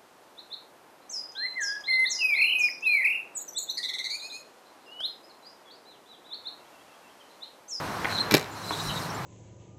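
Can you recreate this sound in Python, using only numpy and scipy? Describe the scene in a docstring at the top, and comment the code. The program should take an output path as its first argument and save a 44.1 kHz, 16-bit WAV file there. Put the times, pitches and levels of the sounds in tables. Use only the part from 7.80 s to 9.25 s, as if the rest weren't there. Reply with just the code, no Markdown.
"""A steady wash of distant traffic and a flickering hiss fill an outdoor concrete skatepark at dusk.
Dull knocks come from further off, and thin chirps, birds or squeaking wheels, sound near 4 kHz.
Then a board clacks down close by: hard contacts crunch grit and ring the metal truck, softer pushes
excite the board's hollow thud, and a quick rattle dies away. The concrete scatters a short echo.
An automatic gain control ducks after the clack and slowly recovers."""
import sys
import numpy as np
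from scipy import signal
from scipy.fft import rfft, irfft
from scipy.io import wavfile
from scipy.ndimage import uniform_filter1d

SR = 44100
rng = np.random.default_rng(int(sys.argv[2]) if len(sys.argv) > 2 else 0)


def inscribe(sig):
    """Save sig as 16-bit PCM at rate SR to the path in sys.argv[1].

    A 1-D sig is mono; a 2-D sig holds one channel per row.
    Samples are clipped to [-1, 1] before scaling.
    """
    pcm = np.round(np.clip(np.atleast_2d(sig).T, -1, 1) * 32767)
    wavfile.write(sys.argv[1], SR, pcm.astype(np.int16))


N = 63945
T = np.arange(N) / SR
FREQS = np.maximum(np.fft.rfftfreq(2 * N, 1 / SR), 1)


def from_db(db):
    """Amplitude ratio of a level in decibels."""
    return 10 ** (np.asarray(db) / 20)

def rms_one(x):
    """Normalisation to unit rms."""
    return x / np.sqrt(np.mean(x ** 2) + 1e-20)

def envelope(points):
    """Amplitude over time, interpolated in decibels."""
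    return from_db(np.interp(T, *np.transpose(points)))

def noise(gains):
    """Spectral shaping of white noise, at unit rms."""
    return rms_one(irfft(rfft(rng.standard_normal(2 * N)) * gains)[:N])

def spectrum(points):
    """Gain per frequency, interpolated on logarithmic axes."""
    hz, db = np.transpose(points)
    return from_db(np.interp(np.log(FREQS), np.log(hz), db))

def hump(hz, octaves):
    """Resonance band, Gaussian in log frequency."""
    return np.exp(-.5 * (np.log2(FREQS / hz) / octaves) ** 2)

def flutter(hz):
    """Random modulator, band-limited to rates below about hz."""
    return noise(1 / (1 + (FREQS / hz) ** 4))

def cut(x, hz, kind="low", order=2):
    """Maximally flat low- or high-pass filter."""
    return signal.sosfilt(signal.butter(order, hz, kind, fs=SR, output="sos"), x + 1e-18)

def dying(start, decay):
    """Exponential decay from a sudden onset."""
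    return (T >= start) * np.exp(-np.maximum(T - start, 0) / decay)

def swell(centre, half_width):
    """Gaussian envelope, down to 1/e^2 at half_width from its centre."""
    return np.exp(-2 * ((T - centre) / half_width) ** 2)

def ring(force, modes, ratio=1):
    """Modal superposition: a force drives damped resonators, the k-th weighted by ratio ** k."""
    out = 0
    for k, (hz, db, t60) in enumerate(modes):
        radius, angle = np.exp(-np.log(1000) / (t60 * SR)), 2 * np.pi * hz / SR
        feedback = [1, -2 * radius * np.cos(angle), radius ** 2]
        out += ratio ** k * from_db(db) * signal.lfilter([0, np.sin(angle)], feedback, force + 1e-18)
    return out


# spectrum of the traffic: (frequency [Hz], relative density [dB])
TRAFFIC_SPECTRUM = [(25, -21), (45, -14), (75, -5.5), (105, -3), (155, 2), (280, -2), (550, -4.5),
                    (1000, 0), (1700, -6.5), (2500, -14.5), (5500, -23), (9000, -34.5), (12500, -28),
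                    (16000, -47)]
# envelope of the traffic: (time [s], level [dB])
TRAFFIC_ENVELOPE = [(0, -33.5), (.25, -34), (.5, -33.5), (.8, -37), (1.1, -35.5), (1.45, -35)]
# swells of rumble: (centre time [s], half-width [s], level [dB], frequency [Hz])
RUMBLE_SWELLS = [(1.09, 0.035, -40, 61), (1.047, 0.15, -41.5, 156), (1.22, 0.18, -40, 142),
                 (1.42, 0.066, -39.5, 142)]

def traffic():
    """Incoherent summation: distant vehicles merge into noise, with rumble and a faint wavering drone."""
    rumble = sum(from_db(db) * swell(time, half_width) * noise(hump(hz, octaves=.25))
                 for time, half_width, db, hz in RUMBLE_SWELLS)
    drone_hz = 103.1 + 4 * noise(hump(hz=8, octaves=.96))
    drone = np.sqrt(2) * np.sin(2 * np.pi * np.cumsum(drone_hz) / SR)
    wash = envelope(TRAFFIC_ENVELOPE) * noise(spectrum(TRAFFIC_SPECTRUM))
    return wash + from_db(-48.5) * drone + rumble


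# spectrum of the hiss: (frequency [Hz], relative density [dB])
HISS_SPECTRUM = [(1500, -11), (3000, -3), (4300, -0.5), (5600, 4.5), (7000, -1), (8500, -1), (10800, -7),
                 (12000, -4.5), (16000, -17)]
# envelope of the hiss: (time [s], level [dB])
HISS_ENVELOPE = [(0, -51), (.27, -49.5), (.32, -43), (.42, -52.5), (.47, -58), (.72, -50.5), (.84, -45.5),
                 (.93, -42), (1.02, -42.5), (1.07, -42.5), (1.2, -44), (1.33, -50.5), (1.45, -55)]

def hiss(band_width_hz=260, flicker_db=2.6):
    """Amplitude modulation: noise bands flicker independently, with a sheen at the chirps' pitch."""
    shape = spectrum(HISS_SPECTRUM)
    bands = 0
    for hz in np.linspace(1500, 15500, 29):
        band = noise(np.exp(-.5 * ((FREQS - hz) / band_width_hz) ** 2))
        bands += np.interp(hz, FREQS, shape) * band * from_db(flicker_db * flutter(hz=22))
    sheen = from_db(-4) * noise(hump(hz=4060, octaves=.1))
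    return envelope(HISS_ENVELOPE) * (rms_one(bands) + sheen)


# reflections from the concrete bowl: (frequency [Hz], relative density [dB])
BOWL_SPECTRUM = [(100, -14), (400, -4), (1000, -0.5), (2000, -1.5), (4000, -8), (8000, -9.5), (15000, -7.5)]

def bowl_echo(x, t60=.3):
    """Diffuse reflection from concrete: convolution with a decaying noise tail of unit energy."""
    tail = noise(spectrum(BOWL_SPECTRUM)) * dying(0, t60 / np.log(1000))
    return signal.fftconvolve(x, tail / np.sqrt(np.sum(tail ** 2)))[:N]


# chirps: (centre time [s], half-width [s], level [dB], pitch [Hz], glide [Hz/s], rasp [0-1])
CHIRP_NOTES = [(0.317, 0.032, -37, 4100, -1.5, 0.63), (0.332, 0.011, -30, 4080, 2, 0.71),
               (.363, 0.021, -25.5, 4096, -3000, 0.48), (0.385, 0.018, -25, 3896, 0.5, 0.87),
               (.409, 0.016, -21, 4170, -3000, 0.38), (.432, 0.018, -44, 3990, 3.5, .5),
               (.478, 0.021, -44, 4200, -1.5, 0.3), (0.729, .03, -44, 7200, 4000, 0.86),
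               (0.778, 0.065, -46.5, 4280, 1, 0.54), (0.843, 0.013, -36.5, 4050, 3.5, .3),
               (0.894, .022, -34, 4140, 0.5, .6), (.936, 0.022, -30.5, 3943, -2000, 0.68),
               (0.931, 0.017, -33, 3490, 1, .6), (0.997, 0.03, -33, 3855, 1999.5, 0.94),
               (1.09, 0.047, -34, 3955, -2000, .6), (1.109, 0.022, -31.5, 3010, 2001, 0.78),
               (1.174, 0.028, -34, 3755, -3000, 0.8), (1.24, 0.032, -43, 4170, 1998, 0.75),
               (1.304, .02, -44.5, 5600, 0, .9), (1.352, 0.011, -40.5, 7320, 6, .7)]

def chirps(full_rasp_deviation_hz=130, full_rasp_rate_hz=330):
    """Random frequency and amplitude modulation: rasp shakes thin whistles and breaks them into grains."""
    dry = 0
    for time, half_width, db, hz, glide, rasp in CHIRP_NOTES:
        rate = rasp * full_rasp_rate_hz
        pitch = hz + glide * (T - time) + rasp * full_rasp_deviation_hz * flutter(rate)
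        carrier = np.exp(2j * np.pi * np.cumsum(pitch) / SR)
        grains = (flutter(rate) + 1j * flutter(rate)) / np.sqrt(2)
        tone = carrier * (np.sqrt(1 - rasp ** 2) + rasp * grains)
        octave = from_db(-18) * (1 - rasp) * tone * carrier
        dry += from_db(db) * swell(time, half_width) * (tone + octave).real
    return dry + from_db(-7) * bowl_echo(dry, t60=.18)


# far knocks: (time [s], level [dB], decay [s], centre frequency [Hz], width [octaves])
FAR_KNOCKS = [(0.2458, -17, 0.0027, 1300, 0.67), (0.2539, -17.5, 0.0029, 1720, 0.31),
              (0.2543, -23, 0.0071, 778, 0.16), (0.268, -40, 0.0022, 1690, 0.48),
              (0.2836, -29, .003, 1800, .3), (.3030, -31.5, 0.014, 1500, 0.98),
              (0.3242, -25, 0.0028, 1420, 0.39), (.9080, -17, 0.0052, 950, 0.072),
              (0.9087, -27, 0.0041, 800, 0.81), (0.907, -30.5, 0.028, 314, 0.035),
              (0.9102, -39, .015, 397, 0.086)]

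def far_knocks():
    """Scattering and treble loss over distance blur short bursts of resonant noise."""
    dry = 0
    for time, db, decay, hz, width in FAR_KNOCKS:
        skirt = from_db(-10) * hump(hz, 2 * width)
        dry += from_db(db) * dying(time, decay) * noise(hump(hz, width) + skirt)
    return cut(dry + from_db(-10) * bowl_echo(dry), hz=3600, order=4)


# crunch of grit: (frequency [Hz], relative density [dB])
GRIT_SPECTRUM = [(300, -4), (1000, -0.5), (1600, 1), (2300, 4), (3100, -6.5), (3900, 4), (4600, -1.5),
                 (5300, -1), (7100, -7.5), (7800, -5.5), (10700, -18.5), (11600, 0.5), (15500, -9.5)]
# modes of the metal truck and wheel: (frequency [Hz], level before weighting [dB], T60 [s])
TRUCK_MODES = [(1520, -12, 0.015), (1790, -9, 0.037), (2100, -2, 0.015), (2340, -6, 0.038),
               (3040, -8, 0.018), (3660, 0, 0.015), (3990, 0.5, 0.025), (5380, -3, .01), (6740, 1, .008),
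               (9970, -7.5, 0.021), (11200, -16, 0.0093), (12870, -6, 0.0059)]

def contact(time, db, decay, cutoff_hz, rise_s=.00014):
    """Impulse excitation: one hard contact rings the truck while grit crunches."""
    impulse = np.zeros(N)
    impulse[int(time * SR)] = 1
    burst = np.sqrt(2) * (dying(time, decay) - dying(time, rise_s))
    crunch = from_db(-9) * noise(spectrum(GRIT_SPECTRUM)) * burst
    # successive modes alternate in polarity and gain a little weight
    metal = from_db(-21) * ring(impulse, TRUCK_MODES, ratio=-1.043)
    return from_db(db) * cut(crunch + metal, cutoff_hz)

def rattle(start_s=.5958, gap_s=.0159, first_db=-10.5, loss_db=2.5):
    """Dissipation: six evenly spaced contacts, each weaker and duller than the last."""
    ticks = sum(contact(start_s + k * gap_s, first_db - k * loss_db, .0009, cutoff_hz=10000 * .82 ** k)
                for k in range(6))
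    return cut(ticks, hz=1800, kind="high")


# soft pushes on the board: (time [s], level [dB], contact duration [s])
BOARD_PUSHES = [(0.5195, -9, 0.0014), (.5280, -3, 0.00283), (.5385, -1, 0.0019), (0.5457, 3.5, 0.00099),
                (0.553, -27, 0.002)]
# low modes of the board: (frequency [Hz], level [dB], T60 [s])
BOARD_MODES = [(153.3, -11, 0.16), (250, -8, 0.054), (386, 2.5, 0.033), (492, -5.5, 0.047),
               (603, -1, 0.018), (740, -8.5, 0.052), (830, -17, 0.03), (1040, -27, .04)]

def board_thud():
    """Forced vibration: smooth pulses drive the board's low modes; longer contact gives less treble."""
    force = 0
    for time, db, duration in BOARD_PUSHES:
        pulse = swell(time + duration / 2, duration / 2)
        force += from_db(db) * pulse / pulse.sum()
    return from_db(-9) * cut(ring(force, BOARD_MODES), hz=162, kind="high", order=3)


# hard contacts of the landing: (time [s], level [dB], crunch decay [s], low-pass cutoff [Hz])
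LANDING_CONTACTS = [(.5085, -10, 0.0017, 2000), (.5112, -7.5, 0.00088, 13800),
                    (0.5119, -11.5, 0.0048, 4900), (0.5203, -16, 0.0057, 15000), (.5228, -26, 0.0023, 6000),
                    (.5288, -28.5, 0.0016, 6000), (.5325, -15, 0.0047, 4530), (.5372, -12.5, 0.0045, 3470),
                    (0.5407, 1.5, .0016, 12900), (.5440, -10.5, 0.0037, 5000), (.5482, 0, 0.0013, 4500),
                    (.5505, -1, 0.0011, 15200), (0.5553, -11, 0.0046, 4070), (0.5651, -9, 0.00075, 8000),
                    (.5688, -4, 0.0027, 6960), (.5710, -16, 0.0011, 10000), (.5800, -10.5, 0.0014, 11000)]

def clack():
    """Impact radiation: contacts and thud arrive directly and off the bowl, followed by a dry rattle."""
    direct = sum(contact(*row) for row in LANDING_CONTACTS) + board_thud()
    return direct + from_db(-10) * bowl_echo(direct) + rattle()


def scene():
    """Linear superposition of all sources at one microphone."""
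    return (clack() + far_knocks() + chirps() + hiss() + traffic())[None]

def record(dry):
    """Automatic gain control ducks after loud sounds; saturation rounds peaks; a low-pass cuts the top."""
    threshold_db, slope, attack_s, release_db_per_s = -23, .47, .031, 15
    power = np.maximum(uniform_filter1d(dry[0] ** 2, size=441), 1e-12)  # 10 ms mean
    target_db = slope * np.maximum(10 * np.log10(power) - threshold_db, 0)
    held_db = np.maximum.accumulate(target_db + release_db_per_s * T) - release_db_per_s * T
    pole = np.exp(-1 / (attack_s * SR))
    duck_db = signal.lfilter([1 - pole], [1, -pole], held_db)
    rounded = np.tanh(dry * from_db(-duck_db))
    return signal.sosfilt(signal.ellip(10, .2, 80, 15900, fs=SR, output="sos"), rounded)


dry = scene()
out = record(dry)
inscribe(out)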